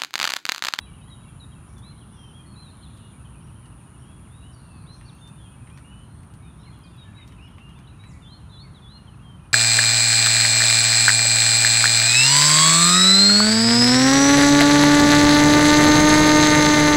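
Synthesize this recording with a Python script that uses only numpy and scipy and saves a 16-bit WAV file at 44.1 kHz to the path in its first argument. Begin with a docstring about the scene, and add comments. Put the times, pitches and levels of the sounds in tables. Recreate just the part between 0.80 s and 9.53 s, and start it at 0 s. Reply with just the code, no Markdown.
"""Many small birds whistle and chirp at dawn on a tree-lined lane: gliding tones, scattered by the trees.
Two bush crickets buzz near 9 and 10 kHz, as trains of rasping wing strokes, and fall silent.
Shaped noise makes far insects that carry on, a swelling hiss near 7 kHz, open air and distant traffic.
Decaying noise bursts make small dry ticks close by and thin clicks at the top of the treble."""
import sys
import numpy as np
from scipy import signal
from scipy.fft import rfft, irfft
from scipy.io import wavfile
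from scipy.ndimage import map_coordinates

SR = 44100
rng = np.random.default_rng(int(sys.argv[2]) if len(sys.argv) > 2 else 0)


def generate_wav(signal):
    """Clip the signal to [-1, 1] and save it as 16-bit WAV at the path in sys.argv[1]."""
    frames = np.transpose(np.atleast_2d(signal))
    scaled = np.clip(frames, -1, 1) * 32767
    pcm = np.round(scaled).astype(np.int16)
    wavfile.write(sys.argv[1], SR, pcm)


N = 384993
T = np.arange(N) / SR


def gain_of(db):
    """Decibels to amplitude."""
    return 10 ** (np.asarray(db) / 20)


def evened(x):
    """Scales to rms 1."""
    return x / np.sqrt(np.mean(x ** 2) + 1e-20)


def follow(rows, axis=1):
    """One column of a curve, interpolated at every sample."""
    rows = np.asarray(rows)
    return np.interp(T, rows[:, 0], rows[:, axis])


def add(mix, start_s, sound):
    """Mixes a sound in at its start time."""
    part = mix[max(round(start_s * SR), 0):][:len(sound)]
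    part += sound[:len(part)]


def coloured(x, spectrum):
    """Filters by a spectrum, interpolated over log frequency, to rms 1."""
    hz, db = np.transpose(spectrum)
    f = np.fft.rfftfreq(len(x), 1 / SR)
    response = gain_of(np.interp(np.log(f + 1), np.log(hz + 1), db))
    return evened(irfft(rfft(x) * response, len(x)))


def wander(t, per_s):
    """Smooth random curve through normal knots, per_s of them a second."""
    knots = rng.standard_normal(4096)
    return map_coordinates(knots, [t * per_s], order=2, mode="wrap")


def trees(x, t60_s, wet_db, onset_s=0.0078):
    """Trunks and crowns scatter a sound into a sparse, dying tail."""
    t = np.arange(SR) / SR
    taps = rng.standard_normal(SR) * (rng.random(SR) < .06)
    tail = taps * (1 - np.exp(-t / onset_s)) * gain_of(-60 * t / t60_s)
    scattered = signal.fftconvolve(x, tail / np.linalg.norm(tail))[:N]
    return x + gain_of(wet_db) * scattered


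def progress(length_s):
    """Runs from 0 to 1 over a note."""
    return np.linspace(0, 1, round(max(length_s, .01) * SR))


def whistle(glide_hz, loudest, rough, waver=0.0033, rough_waver=0.021,
            flutter_db=1.9, rough_flutter_db=3, edge=0.44, overtone_db=-38):
    """A tone follows its glide, swells and fades; roughness trembles its pitch and level."""
    t = np.arange(len(glide_hz)) / SR
    u = t / t[-1]
    hz = glide_hz * (1 + (waver + rough * rough_waver) * wander(t, 416))
    phase = 2 * np.pi * np.cumsum(hz) / SR
    half_turns = np.interp(u, [0, np.clip(loudest, .1, .9), 1], [0, .5, 1])
    swell = abs(np.sin(np.pi * half_turns)) ** edge * signal.windows.tukey(len(t), .15)
    tremble_db = flutter_db * wander(t, 63.5) + rough * rough_flutter_db * wander(t, 261)
    tone = np.sin(phase) + gain_of(overtone_db) * np.sin(2 * phase)
    return evened(swell * gain_of(tremble_db) * tone)


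def sing(rows, gesture, loudest):
    """Notes that share one pitch gesture, each as (start [s], level [dB], sound)."""
    notes = []
    for start_s, length_s, hz, sweep_hz, db, rough in rows:
        glide_hz = hz + sweep_hz * gesture(progress(length_s))
        notes.append((start_s, db, whistle(glide_hz, loudest, rough)))
    return notes


def sag(u):
    """Pitch moves evenly: down for a positive sweep, up for a negative one."""
    return .5 - u


def babble(u, bends):
    """Pitch passes smoothly through a few turns: a polynomial through the bends."""
    return np.polyval(np.polyfit(np.linspace(0, 1, len(bends)), bends, len(bends) - 1), u)


def warbles(stumble_s=0.024):
    """Far birds' phrases of short syllables, each bent at random around the bird's pitch."""
    # (time [s], length [s], centre [Hz], level [dB])
    phrases = [(0.041, .24, 2836, -66), (8.56, .14, 2750, -69)]
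    syllables_per_s, syllable_s, bend = 14, 0.035, 0.065
    notes, u = [], progress(syllable_s)
    for start_s, length_s, hz, db in phrases:
        for t in np.arange(0, length_s, 1 / syllables_per_s):
            glide_hz = hz * np.exp(bend * babble(u, rng.standard_normal(size=4)))
            sound = whistle(glide_hz, loudest=.45, rough=0.79)
            notes.append((start_s + t + stumble_s * rng.random(), db, sound))
    return notes


def tew(u, ledge=.57):
    """Pitch drops, rests on a ledge and drops again."""
    return (1 - u / ledge) ** 3


def arch(u, top=.35):
    """Pitch goes over an early top and comes back down."""
    return np.sin(np.pi * u ** (np.log(.5) / np.log(np.clip(top, .1, .9)))) - 1


def noise_band(length_s, hz, width_hz):
    """A soft-edged burst of noise around one pitch, at rms 1."""
    size = round(max(length_s, .02) * SR)
    band = np.exp(-.5 * ((np.fft.rfftfreq(size, 1 / SR) - hz) / width_hz) ** 2)
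    noise = irfft(rfft(rng.standard_normal(size)) * band, size)
    return evened(noise * signal.windows.tukey(size, .6))


def scoop(u, bottom=0.59):
    """Pitch dips and starts back up."""
    return (1 - u / bottom) ** 2


def wee(u, top=.78):
    """Pitch climbs and just tips over the top."""
    return -(1 - u / top) ** 2


def tu_wees():
    """The nearest bird's calls: a low scoop runs straight into a rise."""
    # (time [s], scoop bottom [Hz], scoop level [dB], rise length [s], rise top [Hz], rise level [dB])
    calls = [(0.957, 3420, -65, .11, 4130, -56), (7.419, 3470, -55.5, .105, 4270, -54.5),
             (7.713, 3450, -56, .087, 4420, -53), (8.017, 3400, -54.5, 0.11, 4205, -53)]
    scoop_s, scoop_depth_hz, wee_delay_s, wee_climb_hz, rough = 0.073, 237, .065, 602, 0.074
    scoops, wees = [], []
    for start_s, bottom_hz, scoop_db, wee_s, top_hz, wee_db in calls:
        scoops.append((start_s, scoop_s, bottom_hz, scoop_depth_hz, scoop_db, rough))
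        wees.append((start_s + wee_delay_s, wee_s, top_hz, wee_climb_hz, wee_db, rough))
    return sing(scoops, scoop, loudest=0.83) + sing(wees, wee, loudest=0.48)


def rise(u, knee=2.7):
    """Pitch climbs fast and levels off."""
    return -(1 - u) ** knee


def slur(u, ease=0.675):
    """Pitch falls, fastest in the middle."""
    return ease * (np.cos(np.pi * u) - 1) / 2 - (1 - ease) * u


def trill(count=16, scatter=0.0298, arch_scatter=.35, uneven_db=1.5, rough=.6):
    """A far bird's even run of up-and-down chips, uneven in pitch and strength, sinking and fading."""
    start_s, gap_s, first_db, fade_db_per_s = 2.442, .077, -66.5, 3.5
    chip_s, first_hz, arch_hz, sink_hz_per_s = 0.0389, 3116, 420, 316
    chips = []
    for t in np.arange(count) * gap_s:
        detune, height, size = rng.standard_normal(size=3)
        hz = (first_hz - sink_hz_per_s * t) * (1 + scatter * detune)
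        db = first_db - fade_db_per_s * t + uneven_db * size
        chips.append((start_s + t, chip_s, hz, arch_hz * np.exp(arch_scatter * height), db, rough))
    return sing(chips, arch, loudest=1.0)


def peeps(rough=.1):
    """A small bird's thin, high peeps: the same little climbing note each time."""
    # (time [s], level [dB])
    peep_levels = [(2.618, -76), (3.182, -77), (3.712, -72), (4.93, -75)]
    length_s, top_hz, climb_hz = 0.0546, 5680, 480
    rows = [(start_s, length_s, top_hz, climb_hz, db, rough) for start_s, db in peep_levels]
    return sing(rows, wee, loudest=.6)


def rattle(count=4, duty=.75, rough=.6):
    """One short run of slurs so close together that they purr."""
    start_s, gap_s, start_hz, fall_hz, db = 6.381, 0.015, 2700, 750, -60.5
    rows = [(start_s + t, duty * gap_s, start_hz, fall_hz, db, rough)
            for t in np.arange(count) * gap_s]
    return sing(rows, slur, loudest=.5)


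def birds(near_above_db=-60, near_db=0.06, far_db=0.8, farthest_db=2.5):
    """Loud notes are near and nearly dry, faint ones come through the trees, trill and warbles deepest."""
    # held whistles: (time [s], length [s], middle [Hz], sag [Hz], level [dB], roughness [0-1])
    held_notes = [(0, 0.064, 3910, 10, -57, 0.17), (0, 0.076, 3300, 260, -65.5, 0.2),
                  (4.22, 0.04, 2750, 140, -67, .2), (5.17, .28, 4180, -340, -79, 0),
                  (6.1, 0.18, 3340, 560, -68, .05), (1.364, 0.17, 3150, 259, -58, 0.16),
                  (3.822, 0.21, 2657, 330, -67.5, 0.14), (4.406, .1, 3590, 18, -55.5, 0.02),
                  (4.565, 0.13, 3350, 542, -63, .14), (5.62, .105, 3660, 300, -67.5, .05),
                  (5.924, 0.045, 3330, 10, -65, 0.14), (6.03, 0.063, 2474, 10, -64, 0.3),
                  (6.172, 0.097, 3760, 177, -56, 0.1), (6.244, 0.068, 1736, 138, -62, 0.2),
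                  (6.379, 0.044, 2075, 58, -60.5, 0.5), (7.26, 0.15, 2004, 120, -68, 0.34),
                  (8.419, .155, 3165, 198, -59.5, 0.2), (8.6, .08, 2470, 60, -69, 0.1)]
    # "tew" notes: (time [s], length [s], ledge [Hz], drop [Hz], level [dB], roughness [0-1])
    tew_notes = [(.297, 0.061, 3810, 416, -54, .03), (.445, .06, 2730, 300, -65.5, 0.15),
                 (.596, 0.055, 3830, 494, -53, .05), (.738, 0.049, 2644, 300, -67, .3),
                 (2.17, 0.16, 2875, 480, -66, 0.02), (8.096, 0.13, 2875, 446, -65.5, 0.14)]
    # up and over: (time [s], length [s], top [Hz], arch height [Hz], level [dB], roughness [0-1])
    arch_notes = [(.418, 0.038, 3400, 600, -66.5, .3), (.714, .034, 3290, 553, -63, 0.4),
                  (1.532, 0.099, 3296, 193, -56.5, .25), (1.655, 0.11, 4330, 140, -65.5, 0.2),
                  (1.751, 0.16, 4116, 533, -55, 0.01), (4.248, 0.0435, 4500, 300, -63, 0.5),
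                  (6.338, 0.12, 3880, 327, -56, .05), (6.672, .024, 3390, 500, -64, .3),
                  (6.915, 0.036, 3080, 400, -66, .3), (7.444, .12, 3210, 200, -62.5, .03),
                  (7.687, 0.15, 4050, 615, -56, 0)]
    # faint, hazy bands of noise, raspy calls and the blurred tails of notes:
    # (time [s], length [s], centre [Hz], width [Hz], level [dB])
    hazes = [(0.868, 0.093, 5700, 500, -76), (1.289, 0.25, 5600, 420, -75), (1.88, 0.51, 3660, 380, -68.5),
             (3.72, 0.44, 4350, 270, -75.5), (4.107, 0.1, 5700, 700, -71), (4.23, .12, 5630, 500, -77),
             (4.33, .12, 6500, 160, -78), (5.78, 0.074, 5370, 170, -77), (6.593, 0.11, 5260, 200, -77),
             (7.276, 0.095, 7200, 900, -71)]
    # climb and level off: (time [s], length [s], top [Hz], climb [Hz], level [dB], roughness [0-1])
    rise_notes = [(1.179, 0.015, 4090, 550, -62.5, .05), (3.24, .15, 3350, 198, -68, 0.1),
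                  (3.49, 0.16, 3880, 598, -67, .05), (3.615, 0.11, 3020, 357, -62.5, 0.1),
                  (4.062, 0.035, 3950, 800, -62, 0.16), (4.082, .095, 4200, 320, -55.5, .12),
                  (4.891, .08, 2550, 450, -65, .4), (5.033, .22, 2990, 225.5, -59.5, .14),
                  (5.63, .09, 2560, 402, -67, .4), (5.778, .15, 4210, 697, -64.5, 0.37),
                  (6.579, .12, 2920, 516, -56, 0.84), (6.795, .13, 2840, 150, -56.5, 0.35),
                  (7.066, 0.025, 4100, 1290, -59.5, 0.7), (7.094, .025, 4030, 400, -64, .7),
                  (7.189, 0.11, 3950, 200, -59, .05), (8.389, .043, 2850, 320, -66, .05)]
    # downward slurs: (time [s], length [s], start [Hz], fall [Hz], level [dB], roughness [0-1])
    slur_notes = [(1.204, .043, 3340, 650, -63.5, .2), (1.9, 0.028, 4350, 450, -63, 0.6),
                  (2.024, 0.056, 4250, 900, -57.5, .4), (3.725, 0.1, 4800, 743, -69.5, 0.9),
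                  (3.935, 0.084, 4620, 604, -70, 0.7), (4.281, 0.026, 4470, 1140, -55, 0.2),
                  (5.105, 0.043, 2850, 450, -66, .4), (5.827, .047, 3700, 900, -66, .5),
                  (5.865, 0.033, 2280, 250, -61.5, .1), (6.032, 0.063, 4990, 1600, -65, 0.9),
                  (6.924, 0.06, 2950, 507, -64, 0.5), (7.225, .059, 2450, 400, -66, .5),
                  (7.259, .094, 8400, 4200, -69, 0.9), (7.823, 0.073, 2305, 302, -64.5, 0.5),
                  (7.942, 0.058, 4120, 950, -57, 0.4), (8.269, 0.037, 3280, 380, -58, .3),
                  (8.33, .025, 2830, 400, -65, .3)]
    near, far, farthest = np.zeros((3, N))
    notes = sing(held_notes, sag, loudest=0.56) + sing(tew_notes, tew, loudest=0.67)
    notes += sing(arch_notes, arch, loudest=0.43) + tu_wees()
    notes += sing(rise_notes, rise, loudest=0.39) + sing(slur_notes, slur, loudest=0.35)
    notes += peeps() + rattle()
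    for start_s, db, sound in notes:
        add(near if db > near_above_db else far, start_s, gain_of(db) * sound)
    for start_s, length_s, hz, width_hz, db in hazes:
        add(far, start_s, gain_of(db) * noise_band(length_s, hz, width_hz))
    for start_s, db, sound in trill() + warbles():
        add(farthest, start_s, gain_of(db) * sound)
    near = gain_of(near_db) * trees(near, t60_s=0.73, wet_db=-11.0)
    far = gain_of(far_db) * trees(far, t60_s=0.83, wet_db=-4.0)
    farthest = gain_of(farthest_db) * trees(farthest, t60_s=0.51, wet_db=-3.0)
    return near + far + farthest


def far_chorus(count=300, centre_hz=2760, spread=.125, slide=.075, uneven_db=2.5, trim_db=-3.0):
    """Many far birds: short, rough, randomly bent notes, blurred by the wood."""
    # how busy the chorus is: (time [s], level before trim [dB])
    chorus_levels = [(0, -58.5), (.7, -67), (1.2, -64.5), (2.1, -64), (2.8, -68), (3.6, -74), (4.3, -63),
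                     (4.9, -62.5), (5.4, -70.5), (5.9, -64), (6.7, -61), (7.3, -62.5), (8.0, -69),
                     (8.7, -80)]
    out = np.zeros(N)
    for k in range(count):
        place, length_s = rng.random(), rng.uniform(0.0216, 0.0605)
        voice, size, *bends = rng.standard_normal(5)
        bend = spread * np.clip(voice, -2, 2) + slide * babble(progress(length_s), bends)
        note = whistle(centre_hz * np.exp(bend), 0.23, rough=0.44)
        add(out, (k + place) / count * N / SR, gain_of(uneven_db * min(size, 1)) * note)
    blurred = evened(trees(out, t60_s=0.36, wet_db=-4.0))
    return gain_of(follow(chorus_levels) + trim_db) * blurred


def stridulate(per_s, hz, fall, width, jitter, scrape, uneven_db):
    """Each wing stroke drags a scraper over a file: a short rasping tone that falls as the wing slows."""
    # wing response around a stroke: (frequency [Hz], relative level [dB])
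    wing_response = [(7600, -26), (8600, 0.5), (9800, 2), (10500, -6), (11600, -5.5), (12600, -15),
                     (15000, -28)]
    turns = np.cumsum(per_s * (1 + jitter * wander(T, 120))) / SR
    u, stroke = turns % 1 - .5, turns.astype(int)
    size, detune, start = rng.standard_normal((2000, 3))[stroke % 2000].T
    gate = np.exp(-.5 * (u / width) ** 2) * np.cos(np.pi * u) ** .5 * gain_of(uneven_db * size)
    phase = 2 * np.pi * (np.cumsum(hz * (1 - fall * u + .008 * detune)) / SR + start)
    tone = evened(gate * np.sin(phase))
    noise = evened(gate * coloured(rng.standard_normal(N), wing_response))
    return evened(tone + scrape * noise)


def crickets():
    """One cricket buzzes steadily; a lower one throbs about six times a second."""
    # steady cricket: (time [s], level before trim [dB], wing resonance [Hz])
    steady_song = [(0, -60, 9900), (.7, -61.5, 10010), (1.35, -61.5, 9700), (2.4, -61, 9710),
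                   (3.7, -61, 9760), (3.85, -61.5, 9600), (4.28, -64, 9620), (4.62, -60.5, 9570),
                   (5.3, -66, 9600), (5.9, -66.5, 9630), (6.3, -73, 9660), (6.7, -105, 9660)]
    # its wing strokes: (time [s], rate [strokes/s])
    stroke_rates = [(0, 126), (2, 121), (2.8, 115), (4.75, 137), (5.05, 119.5), (6.4, 120)]
    # lower cricket: (time [s], level before trim [dB])
    lower_levels = [(0, -72.5), (1.5, -73), (4, -71), (5.3, -70), (5.72, -76), (5.82, -97)]
    steady = stridulate(follow(stroke_rates), follow(steady_song, axis=2), fall=0.22, width=0.17,
                        jitter=.04, scrape=0.29, uneven_db=-1.5)
    steady = steady * gain_of(follow(steady_song) - 1.0)
    throb = (1 + np.cos(2 * np.pi * 5.95 * T)) / 2
    lower = stridulate(116, 8850, fall=0.15, width=0.18, jitter=.06, scrape=.25, uneven_db=2.5)
    lower = evened(lower * throb ** 0.44) * gain_of(follow(lower_levels) + 1.0)
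    return trees(steady + lower, t60_s=0.073, wet_db=-6.0, onset_s=0.0035)


def swelling_insect(hz=7080, width_hz=170, droop_share=.07, count=6):
    """A thin, distant hiss whose pitch arches as it swells, every 1.4 s or so, fainter each time."""
    every_s, swell_s, first_db, fade_db_per_s = 1.385, 1.3, -80, 0.6
    out = np.zeros(N)
    for start_s in np.arange(count) * every_s:
        hiss = signal.hilbert(noise_band(swell_s, hz, width_hz))
        droop_hz = hz * droop_share * np.linspace(-1, 1, len(hiss)) ** 2
        # frequency shift down by the droop
        shifted = (hiss * np.exp(-2j * np.pi * np.cumsum(droop_hz) / SR)).real
        add(out, start_s, gain_of(first_db - fade_db_per_s * start_s) * shifted)
    return out


def background(traffic_db=-43.5, air_db=-67, insects_db=-67.0):
    """Shaped noise: far-off traffic, a soft hiss of open air, and the blended buzz of distant insects."""
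    # spectra: (frequency [Hz], relative level [dB])
    traffic_spectrum = [(15, -65), (25, -37), (38, -12.5), (60, 0), (95, -1.5), (122, .5), (172, -4),
                        (250, -12), (342, -17.5), (482, -26.5), (700, -25.5), (1030, -21.5), (1320, -24),
                        (1900, -34.5), (2500, -51), (4200, -110)]
    air_spectrum = [(900, -9.5), (1800, 0), (2800, -2), (4000, -4), (5000, -11), (6500, -9.5), (7800, -14),
                    (11500, -18), (13000, -19.5), (15200, -22)]
    insect_spectrum = [(6000, -38), (7700, -39), (8200, -16), (8700, -4.5), (9300, -0.5), (9900, 0),
                       (10400, -10), (11200, -14), (12500, -36)]
    traffic = gain_of(traffic_db) * coloured(rng.standard_normal(N), traffic_spectrum)
    air = gain_of(air_db) * coloured(rng.standard_normal(N), air_spectrum)
    buzz = coloured(rng.standard_normal(N), insect_spectrum)
    insects = gain_of(insects_db + 0.38 * wander(T, 200)) * buzz
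    return traffic + air + insects


def ticks(decay_s=0.0027, size=1024, trim_db=3.5):
    """Tiny dry ticks: a low knock and a bright snap of noise, decaying together."""
    # levels before decay and trim: (time [s], knock level [dB], snap level [dB])
    tick_levels = [(.982, -68, -55), (2.173, -67, -58), (2.671, -65, -65), (2.858, -58, -61),
                   (4.212, -50.5, -78), (4.476, -67, -54), (4.873, -52, -68), (4.9, -52.5, -69),
                   (4.975, -47.5, -54), (4.986, -58, -63), (5.433, -55, -61), (5.538, -58, -57),
                   (6.477, -61, -52.5), (6.522, -52.5, -60), (6.783, -46.5, -72), (6.892, -59, -62),
                   (6.989, -53, -57), (7.238, -49, -64)]
    # spectra: (frequency [Hz], relative level [dB])
    knock_spectrum = [(300, -30), (1000, -6), (2200, 0.5), (3500, -9.5), (6000, -29), (15000, -45)]
    snap_spectrum = [(1500, -9), (4200, -1.5), (6800, -6), (9000, -10), (15000, -16)]
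    out, t = np.zeros(N), np.arange(size) / SR
    for start_s, knock_db, snap_db in tick_levels:
        knock_noise, snap_noise = rng.standard_normal((2, size))
        knock = gain_of(knock_db) * coloured(knock_noise, knock_spectrum)
        snap = gain_of(snap_db) * coloured(snap_noise, snap_spectrum)
        add(out, start_s, (knock + snap) * np.exp(-t / decay_s))
    return gain_of(trim_db) * trees(out, t60_s=0.073, wet_db=-3)


def clicks(decay_s=0.00063, trim_db=-1, size=256):
    """Faint, pin-sharp clicks: treble noise with a decay constant under a millisecond."""
    # (time [s], level before decay and trim [dB])
    click_levels = [(4.3505, -49), (4.4069, -57), (5.9898, -47), (6.1644, -53), (6.6857, -58)]
    # (frequency [Hz], relative level [dB])
    click_spectrum = [(6000, -30), (10000, -10), (13000, 7), (15400, -2)]
    out, t = np.zeros(N), np.arange(size) / SR
    for start_s, db in click_levels:
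        burst = coloured(rng.standard_normal(size), click_spectrum)
        add(out, start_s, gain_of(db + trim_db) * burst * np.exp(-t / decay_s))
    return out


def scene():
    """Everything heard from the side of the lane, in one channel."""
    living = birds() + far_chorus() + crickets() + swelling_insect()
    return (living + background() + ticks() + clicks())[None]


def record(dry):
    """The recorder's band limit: a linear-phase low-pass."""
    edge_hz = 15400
    lowpass = signal.firwin(511, edge_hz, window=("kaiser", 9), fs=SR)
    return signal.oaconvolve(dry, lowpass[None], "same")


dry = scene()
out = record(dry)
generate_wav(out)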